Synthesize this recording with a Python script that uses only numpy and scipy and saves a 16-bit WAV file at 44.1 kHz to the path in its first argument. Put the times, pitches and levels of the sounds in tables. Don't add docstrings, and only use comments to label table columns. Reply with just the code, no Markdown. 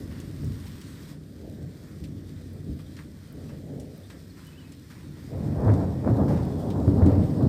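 import sys
import numpy as np
from scipy import signal
from scipy.fft import rfft, irfft, next_fast_len
from scipy.io import wavfile
from scipy.ndimage import uniform_filter1d, map_coordinates

SR = 44100
rng = np.random.default_rng(int(sys.argv[2]) if len(sys.argv) > 2 else 0)


def invert_db(level):
    return 10 ** (np.asarray(level, dtype=float) / 20)


def persist_wave(psi):
    counts = np.round(np.clip(psi, -1, 1) * 32767).astype(np.int16)
    wavfile.write(sys.argv[1], SR, np.atleast_2d(counts).T)


N = 329868

# time in seconds, boom level in dB, crackle level in dB relative to the boom.
ROLL = [(0, -39, -12.5), (.2, -39, -16.5), (.37, -39.5, -17), (.8, -41.5, -17), (1.15, -45, -13),
        (1.3, -47.5, -19), (1.85, -49.5, -9.5), (2.1, -50.5, -11.5), (2.5, -39.5, -14.5),
        (2.9, -41.5, -14.5), (3.25, -47, -16), (4.15, -48.5, -11.5), (4.5, -46.5, -14.5), (4.8, -48, -15),
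        (5.05, -47, -16.5), (5.29, -43.5, -14), (5.45, -29, -14), (5.6, -27.5, -11), (5.85, -27, -12),
        (6.02, -29, -13), (6.17, -29, -6.5), (6.4, -29.5, -11.5), (6.6, -33.5, -7), (6.85, -34, -9.5),
        (7.1, -24.5, -8), (7.35, -32.5, -6), (7.48, -29, -7.5)]
PEALS = [(.44, -29.5, -8, -24, 0.0945), (1.46, -42, -1.5, -9, 0.32), (1.64, -41, -9, -22, -0.05),
         (2.02, -39.5, -2, -17, 0.35), (2.69, -32, -2.5, -26, 0.0548), (3.42, -41, -3, -9.5, 0.3),
         (3.72, -40, -0.5, -4, 0.16), (5.105, -41, -3.5, -21, -0.1), (5.24, -43.5, -4, -20, 0.25),
         (5.33, -32.5, -9, -7.5, 0.1), (5.585, -30, -8, -4.5, 0.13), (5.678, -25, -2.5, -6, 0.12),
         (6.072, -29.5, 5, -2.5, 0.09), (6.197, -24.5, 0.6, -5.5, 0.09), (6.29, -25, -3.5, -9, 0.18),
         (6.67, -33, 1.5, -7.5, 0.35), (6.76, -31, -1, -6.5, 0.2), (6.895, -24.5, 0.5, -13.5, 0.17),
         (7.025, -24, -2.5, -6, 0.08), (7.17, -23.5, -1, -14.5, 0.12), (7.419, -22, -2, -16.5, 0.24)]
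FAR_RISE, NEAR_RISE, HOLD = 0.47, 0.28, 0.3
NEAR_ROLL_S = 5.3
BOOM_LAG_S = 0.01
ROLL_BODY_DB = -3

# frequency in Hz, relative level in dB per Hz.
NEAR_BOOM_TONE = [(22, -41), (38, -24.5), (60, -10), (76, -3), (92, 0.5), (110, -4), (150, -3.5),
                  (185, -15), (230, -31), (400, -120)]
# frequency in Hz, relative level in dB per Hz.
FAR_BOOM_TONE = [(22, -30), (38, -20), (60, -8.5), (76, -4.5), (92, 1), (115, -9), (150, -0.5), (185, -15),
                 (230, -33.5), (400, -120)]
# frequency in Hz, relative level in dB per Hz.
BODY_TONE = [(110, -29.5), (180, 0.5), (290, 1), (400, -13.5), (520, -28), (880, -120)]
# frequency in Hz, relative level in dB per Hz.
NEAR_CRACKLE_TONE = [(240, -33.5), (400, -1.5), (644, -6.5), (935, -15.5), (1850, -35), (2300, -53),
                     (2990, -62), (5060, -120)]
# frequency in Hz, relative level in dB per Hz.
FAR_CRACKLE_TONE = [(240, -25.5), (400, 1), (611, -6), (900, -23), (1170, -56), (1980, -120)]

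# start in seconds, level in dB before the air blunts it,
# front scale in ms (pressure turns to suction after three quarters of it).
CLAPS = [(5.682, -13, 0.95), (5.691, -13, 0.9), (6.047, -20.5, 0.98), (6.076, -14.5, 0.9),
         (6.879, -18, 1.1), (7.019, -16, 1.3)]
# start in seconds, level in dB before shaping, centre pitch in Hz, length scale in seconds.
THUMPS = [(0.458, -31.5, 91, 0.065), (1.63, -33, 150, 0.083), (2.005, -34, 71, 0.044),
          (2.155, -30.5, 88, .04), (2.355, -30, 86, 0.027), (2.695, -27, 70, 0.036),
          (5.655, -14, 96.7, 0.098), (6.092, -14, 107.4, 0.054), (6.2, -16.5, 207, 0.024),
          (7.019, -8, 94, 0.028), (7.105, -16, 92.3, 0.1), (7.429, -15.5, 119, 0.02)]
THUMP_RISE_S, THUMP_WAVER = 0.0071, 0.099
# first slap in seconds, level in dB before shaping, length scale in seconds.
FLUTTERS = [(6.88, -14.5, 0.023), (6.933, -21, 0.017), (7.065, -15, 0.037)]
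FLUTTER_HZ = 94.8
FLUTTER_OVERTONES_DB = [2, -4, -0.3, -12]

# start in seconds, splash level in dB, spit level in dB, both before their decays.
DROPS = [(0.201, -56, -53.5), (.4444, -72, -57), (0.668, -53, -60), (.813, -51.5, -54), (2.039, -51.5, -56),
         (2.966, -52.5, -59), (3.7984, -58.5, -51.5), (4.1035, -55.5, -59), (4.4682, -62.5, -61),
         (4.7222, -56, -57), (4.9043, -56, -66.5), (5.7369, -57, -56.5), (6.3699, -55, -60.5),
         (6.4508, -58, -69), (6.7033, -48, -61), (7.06, -52, -54)]
# start in seconds, starting rms level in dB.
TICKS = [(.2004, -53), (.4444, -50.5), (.6799, -52), (.8145, -55), (2.0378, -59), (2.5331, -54),
         (3.0365, -61), (3.3253, -52), (3.8018, -57), (3.9764, -55), (4.4682, -53), (5.3787, -56),
         (6.4512, -52), (6.7027, -55)]
TICK_HZ, TICK_T60_S = 12500, 0.024
# start in seconds, first pitch in Hz, last pitch in Hz, peak level in dB, length in seconds.
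PLINKS = [(0.645, 780, 900, -56.5, 0.028), (.668, 930, 1170, -58, .042), (2.858, 3660, 3770, -60, 0.018),
          (4.03, 3490, 3640, -58.5, 0.04), (4.298, 4300, 4450, -57, .02)]
# time in seconds, pitch in Hz, level in dB.
WHISTLE = [
    [(4.458, 3010, -63), (4.48, 3000, -58), (4.495, 2990, -64)],
    [(4.505, 2600, -66), (4.545, 2590, -57), (4.565, 2780, -65), (4.585, 3010, -57), (4.605, 3000, -61),
     (4.63, 2650, -67), (4.655, 2590, -60), (4.69, 2430, -64)],
]

# time in seconds, hiss level in dB, trickle level in dB relative to the hiss.
RAIN = [(0, -57, -4.5), (1.12, -57, -4), (1.17, -63, -6), (1.6, -63, -3), (2.44, -62, -3),
        (4.37, -61, -3.5), (5.06, -61, -2), (5.79, -59.5, 1.5), (6.44, -59, -6), (7.48, -59, -9)]
# start in seconds, starting patter level in dB, seconds to fall 60 dB.
SPATTERS = [(0.109, -55.5, 0.29), (2.79, -58, 0.22), (2.969, -53.5, 0.13), (2.988, -51.5, 0.23),
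            (3.44, -61, 0.11), (3.49, -56, 0.36), (4.102, -53, 0.21), (4.369, -57, 1.1), (4.901, -57, .7),
            (6.28, -50, 1.1), (7.06, -53.5, 1.9)]
SPATTER_TREBLE_DB = -5
SHOWER_ENDS_S, SHOWER_DB = 1.196, -63.5
# frequency in Hz, relative level in dB per Hz.
HISS_TONE = [(1290, -12.5), (2200, -4.5), (2830, -5), (3300, -1), (5120, -1), (6430, -7.5), (8680, -4.5),
             (10000, -11), (11300, -12.5), (14200, -7.5), (14900, -9), (15500, -27), (16000, -51)]
# frequency in Hz, relative level in dB per Hz.
PATTER_TONE = [(530, -21), (900, 0.5), (1500, 0.5), (1960, 1), (2300, -5.5), (2900, -7.5), (3600, -24),
               (5720, -120)]
# frequency in Hz, relative level in dB per Hz.
TRICKLE_TONE = [(600, -20.5), (900, -8.5), (1100, -7), (1450, -7), (1900, -4.5), (2150, -11), (2500, -13.5),
                (3400, -59.5)]


def unit(x):
    return x / np.sqrt(np.mean(x ** 2) + 1e-20)


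def curves(rows):
    s, *cols = np.transpose(rows)
    return [np.interp(np.arange(N) / SR, s, c) for c in cols]


def wobble(rate):
    knots = rng.standard_normal(int(N * rate / SR) + 4)
    return map_coordinates(knots, [np.arange(N) * rate / SR])


def coloured(x, tone):
    m = 2 * next_fast_len(N // 2 + SR // 4)
    hz, db = np.transpose(tone)
    bins = np.fft.rfftfreq(m, 1 / SR)
    gain = invert_db(np.interp(np.log(bins + 1), np.log(hz + 1), db))
    cepstrum = irfft(np.log(gain + 1e-6), m)
    cepstrum[1:m // 2] *= 2
    cepstrum[m // 2 + 1:] = 0
    return unit(irfft(rfft(x, m) * np.exp(rfft(cepstrum)), m)[:N])


def fronts(per_second, spread_db):
    at, size, sign = rng.random((3, N))
    strength = invert_db(-spread_db * np.log(size + 0.03))
    return unit((at < per_second / SR) * strength * np.sign(sign - 0.5))


def steady(x, span):
    power = np.abs(uniform_filter1d(x * x, int(span * SR)))
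    return unit(x / np.sqrt(power + 0.35))


def patchy(x, patchy_db):
    z = signal.stft(x, nperseg=1024)[2]
    field = uniform_filter1d(rng.standard_normal(z.shape), size=9, axis=0)
    field = uniform_filter1d(field, size=12, axis=1)
    return unit(signal.istft(z * invert_db(patchy_db * unit(field)), nperseg=1024)[1][:N])


def thunder():
    boom_db, crackle_db = curves(ROLL)
    boom_db = boom_db + 1.44 * wobble(5)
    _, crest_db, crest_body_db, crest_crackle_db, _ = np.transpose(PEALS)
    direct = fronts(300, spread_db=1.0)

    def arrive(blur, tone, span):
        return steady(coloured(direct + blur * rng.standard_normal(N), tone), span)

    since = np.arange(N) / SR - NEAR_ROLL_S
    arrived = np.clip(since / 0.025, 0, 1)
    near = arrived * np.clip(np.minimum(0.44 + 2.25 * since, 1.05 - 0.13 * since), 0, 1)

    boom = arrived * arrive(3.5, NEAR_BOOM_TONE, span=0.087)
    boom += (1 - arrived) * arrive(1.95, FAR_BOOM_TONE, span=0.057)
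    boom *= peals(boom_db + wobble(11), crest_db, BOOM_LAG_S)

    body = arrive(4.3, BODY_TONE, span=0.12)
    body *= peals(boom_db + ROLL_BODY_DB + wobble(13), crest_db + crest_body_db)

    crackle = near * arrive(1.97, NEAR_CRACKLE_TONE, span=0.062)
    crackle += np.sqrt(1 - near ** 2) * arrive(6.7, FAR_CRACKLE_TONE, span=0.049)
    bunching_db = 1.44 * wobble(22)
    crackle *= invert_db(bunching_db) * peals(boom_db + crackle_db, crest_db + crest_crackle_db)
    return boom + body + crackle


def peals(bed_db, crests_db, lag_s=0):
    t = np.arange(N) / SR - lag_s
    power = invert_db(bed_db) ** 2
    for (s, *_, fall_s), db in zip(PEALS, crests_db):
        rise_s = fall_s * (NEAR_RISE if s > NEAR_ROLL_S else FAR_RISE)
        slope = np.maximum((s - t) / rise_s, (t - s) / fall_s - HOLD)
        power = power + invert_db(db - 10 * np.maximum(slope, 0)) ** 2
    return np.sqrt(power)


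def claps():
    out, t = np.zeros(N + SR), np.arange(SR // 4) / SR
    rough = wobble(120)
    for s, db, front_ms in CLAPS:
        i = round(s * SR)
        u = t * 4000 / front_ms
        front = u * u * (3 - u) * np.exp(-u)
        tail = invert_db(4.6 * rough[i:][:len(t)] - 60 * t / 0.23) * (1 - np.exp(-t / 0.0035))
        scatter = 0.1 * tail * rng.standard_normal(len(t))
        out[i:][:len(t)] += invert_db(db) * (front + scatter)
    air = signal.butter(5, 1800, fs=SR, output="sos")
    return signal.sosfilt(air, out)[:N]


def thumps():
    out = np.zeros(N + SR)
    drift = np.pad(wobble(40), (0, SR))
    for (s, db, hz, length), phase in zip(THUMPS, rng.random(len(THUMPS))):
        t, i = np.arange(int(2 * length * SR)) / SR, round(s * SR)
        shape = (1 - np.exp(-t / THUMP_RISE_S)) * np.exp(-(t / length) ** 4)
        pitch = hz * (1 + THUMP_WAVER * drift[i:][:len(t)])
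        out[i:][:len(t)] += invert_db(db) * shape * np.sin(2 * np.pi * (phase + np.cumsum(pitch) / SR))
    return out[:N]


def flutters():
    out, lead = np.zeros(N + SR), round(SR / FLUTTER_HZ / 2)
    for s, db, length in FLUTTERS:
        t = np.arange(int(2 * length * SR)) / SR
        slaps = 0
        for k, level in enumerate(FLUTTER_OVERTONES_DB, start=1):
            slaps = slaps + invert_db(level) * np.cos(2 * np.pi * k * FLUTTER_HZ * (t - lead / SR))
        shape = (1 - np.exp(-t / 0.004)) * np.exp(-(t / length) ** 4)
        out[round(s * SR) - lead:][:len(t)] -= invert_db(db) * shape * slaps
    return out[:N]


def drops():
    out, t = np.zeros(N + SR), np.arange(SR // 4) / SR
    f = np.fft.rfftfreq(len(t), 1 / SR) + 1

    def band(hz, octaves):
        bell = np.exp(-(np.log2(f / hz) / octaves) ** 4)
        return unit(irfft(rfft(rng.standard_normal(len(t))) * bell, len(t)))

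    for s, splash_db, spit_db in DROPS:
        splash = invert_db(splash_db) * band(3100, 1.0) * (invert_db(-60 * t / 0.11) + 0.1 * invert_db(-60 * t / 0.0065))
        spit = invert_db(spit_db) * band(7250, 0.57) * (invert_db(-60 * t / 0.084) + 0.28 * invert_db(-60 * t / 0.0115))
        out[round(s * SR):][:len(t)] += splash + spit
    for (s, db), pitch in zip(TICKS, rng.random(len(TICKS))):
        tick = band(TICK_HZ * (0.9 + 0.2 * pitch), 0.72)
        out[round(s * SR):][:len(t)] += invert_db(db - 60 * t / TICK_T60_S) * tick
    return out[:N]


def plinks():
    out, waver = np.zeros(N), wobble(250)
    for s, from_hz, to_hz, db, length in PLINKS:
        i = round(s * SR)
        u = np.linspace(0, 1, int(length * SR))
        pitch = (from_hz + (to_hz - from_hz) * u) * (1 + 0.021 * waver[i:][:len(u)])
        out[i:][:len(u)] += invert_db(db) * np.sin(np.pi * u) * np.sin(2 * np.pi * np.cumsum(pitch) / SR)
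    return out


def whistle():
    out, t = np.zeros(N), np.arange(N) / SR
    for note in WHISTLE:
        hz, db = curves(note)
        edge = np.clip(np.minimum(t - note[0][0], note[-1][0] - t) / 0.0049, 0, 1)
        level = np.sqrt(2) * edge * invert_db(db) * (0.75 + 0.22 * wobble(90))
        out += level * np.sin(2 * np.pi * np.cumsum(hz + 45 * wobble(110)) / SR)
    echoes = invert_db(-60 * t[:SR // 4] / 0.4) * rng.standard_normal(SR // 4)
    echoes /= np.linalg.norm(echoes)
    return 0.85 * out + 0.6 * signal.fftconvolve(out, echoes)[:N]


def rain():
    hiss_db, trickle_db = curves(RAIN)
    gust, t = wobble(9), np.arange(N) / SR

    def spray(ticks):
        return rng.standard_normal(N) + ticks * fronts(90, spread_db=3.5)

    def burst(s, db, t60):
        return (t >= s) * invert_db(db - 60 * np.abs(t - s) / t60)

    hiss_power = invert_db(hiss_db + gust + 0.86 * wobble(30)) ** 2
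    spatter_gain = invert_db(SHOWER_DB + gust) * np.clip((SHOWER_ENDS_S - t) / 0.027, 0, 1)
    for s, db, t60 in SPATTERS:
        hiss_power += burst(s, db + SPATTER_TREBLE_DB, t60) ** 2
        spatter_gain += burst(s, db, t60)

    hiss = np.sqrt(hiss_power) * patchy(coloured(spray(0.33), HISS_TONE), patchy_db=1.3)
    trickle = patchy(coloured(spray(0.11), TRICKLE_TONE), patchy_db=1.3)
    trickle *= invert_db(hiss_db + trickle_db + gust + wobble(13))
    spatter = spatter_gain * coloured(spray(0.57), PATTER_TONE)
    return hiss + trickle + spatter


def scene():
    closing = np.clip(np.arange(N)[::-1] / (0.008 * SR), 0, 1)
    storm = closing * (thunder() + claps() + thumps() + flutters())
    return (storm + drops() + plinks() + whistle() + rain())[None]


def band_limit(x):
    return signal.sosfilt(signal.butter(12, 15950, fs=SR, output="sos"), x)


def record(dry):
    microphone = signal.butter(2, 30, "highpass", fs=SR, output="sos")
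    mix = signal.sosfilt(microphone, dry)
    return band_limit(mix)


dry = scene()
out = record(dry)
persist_wave(out)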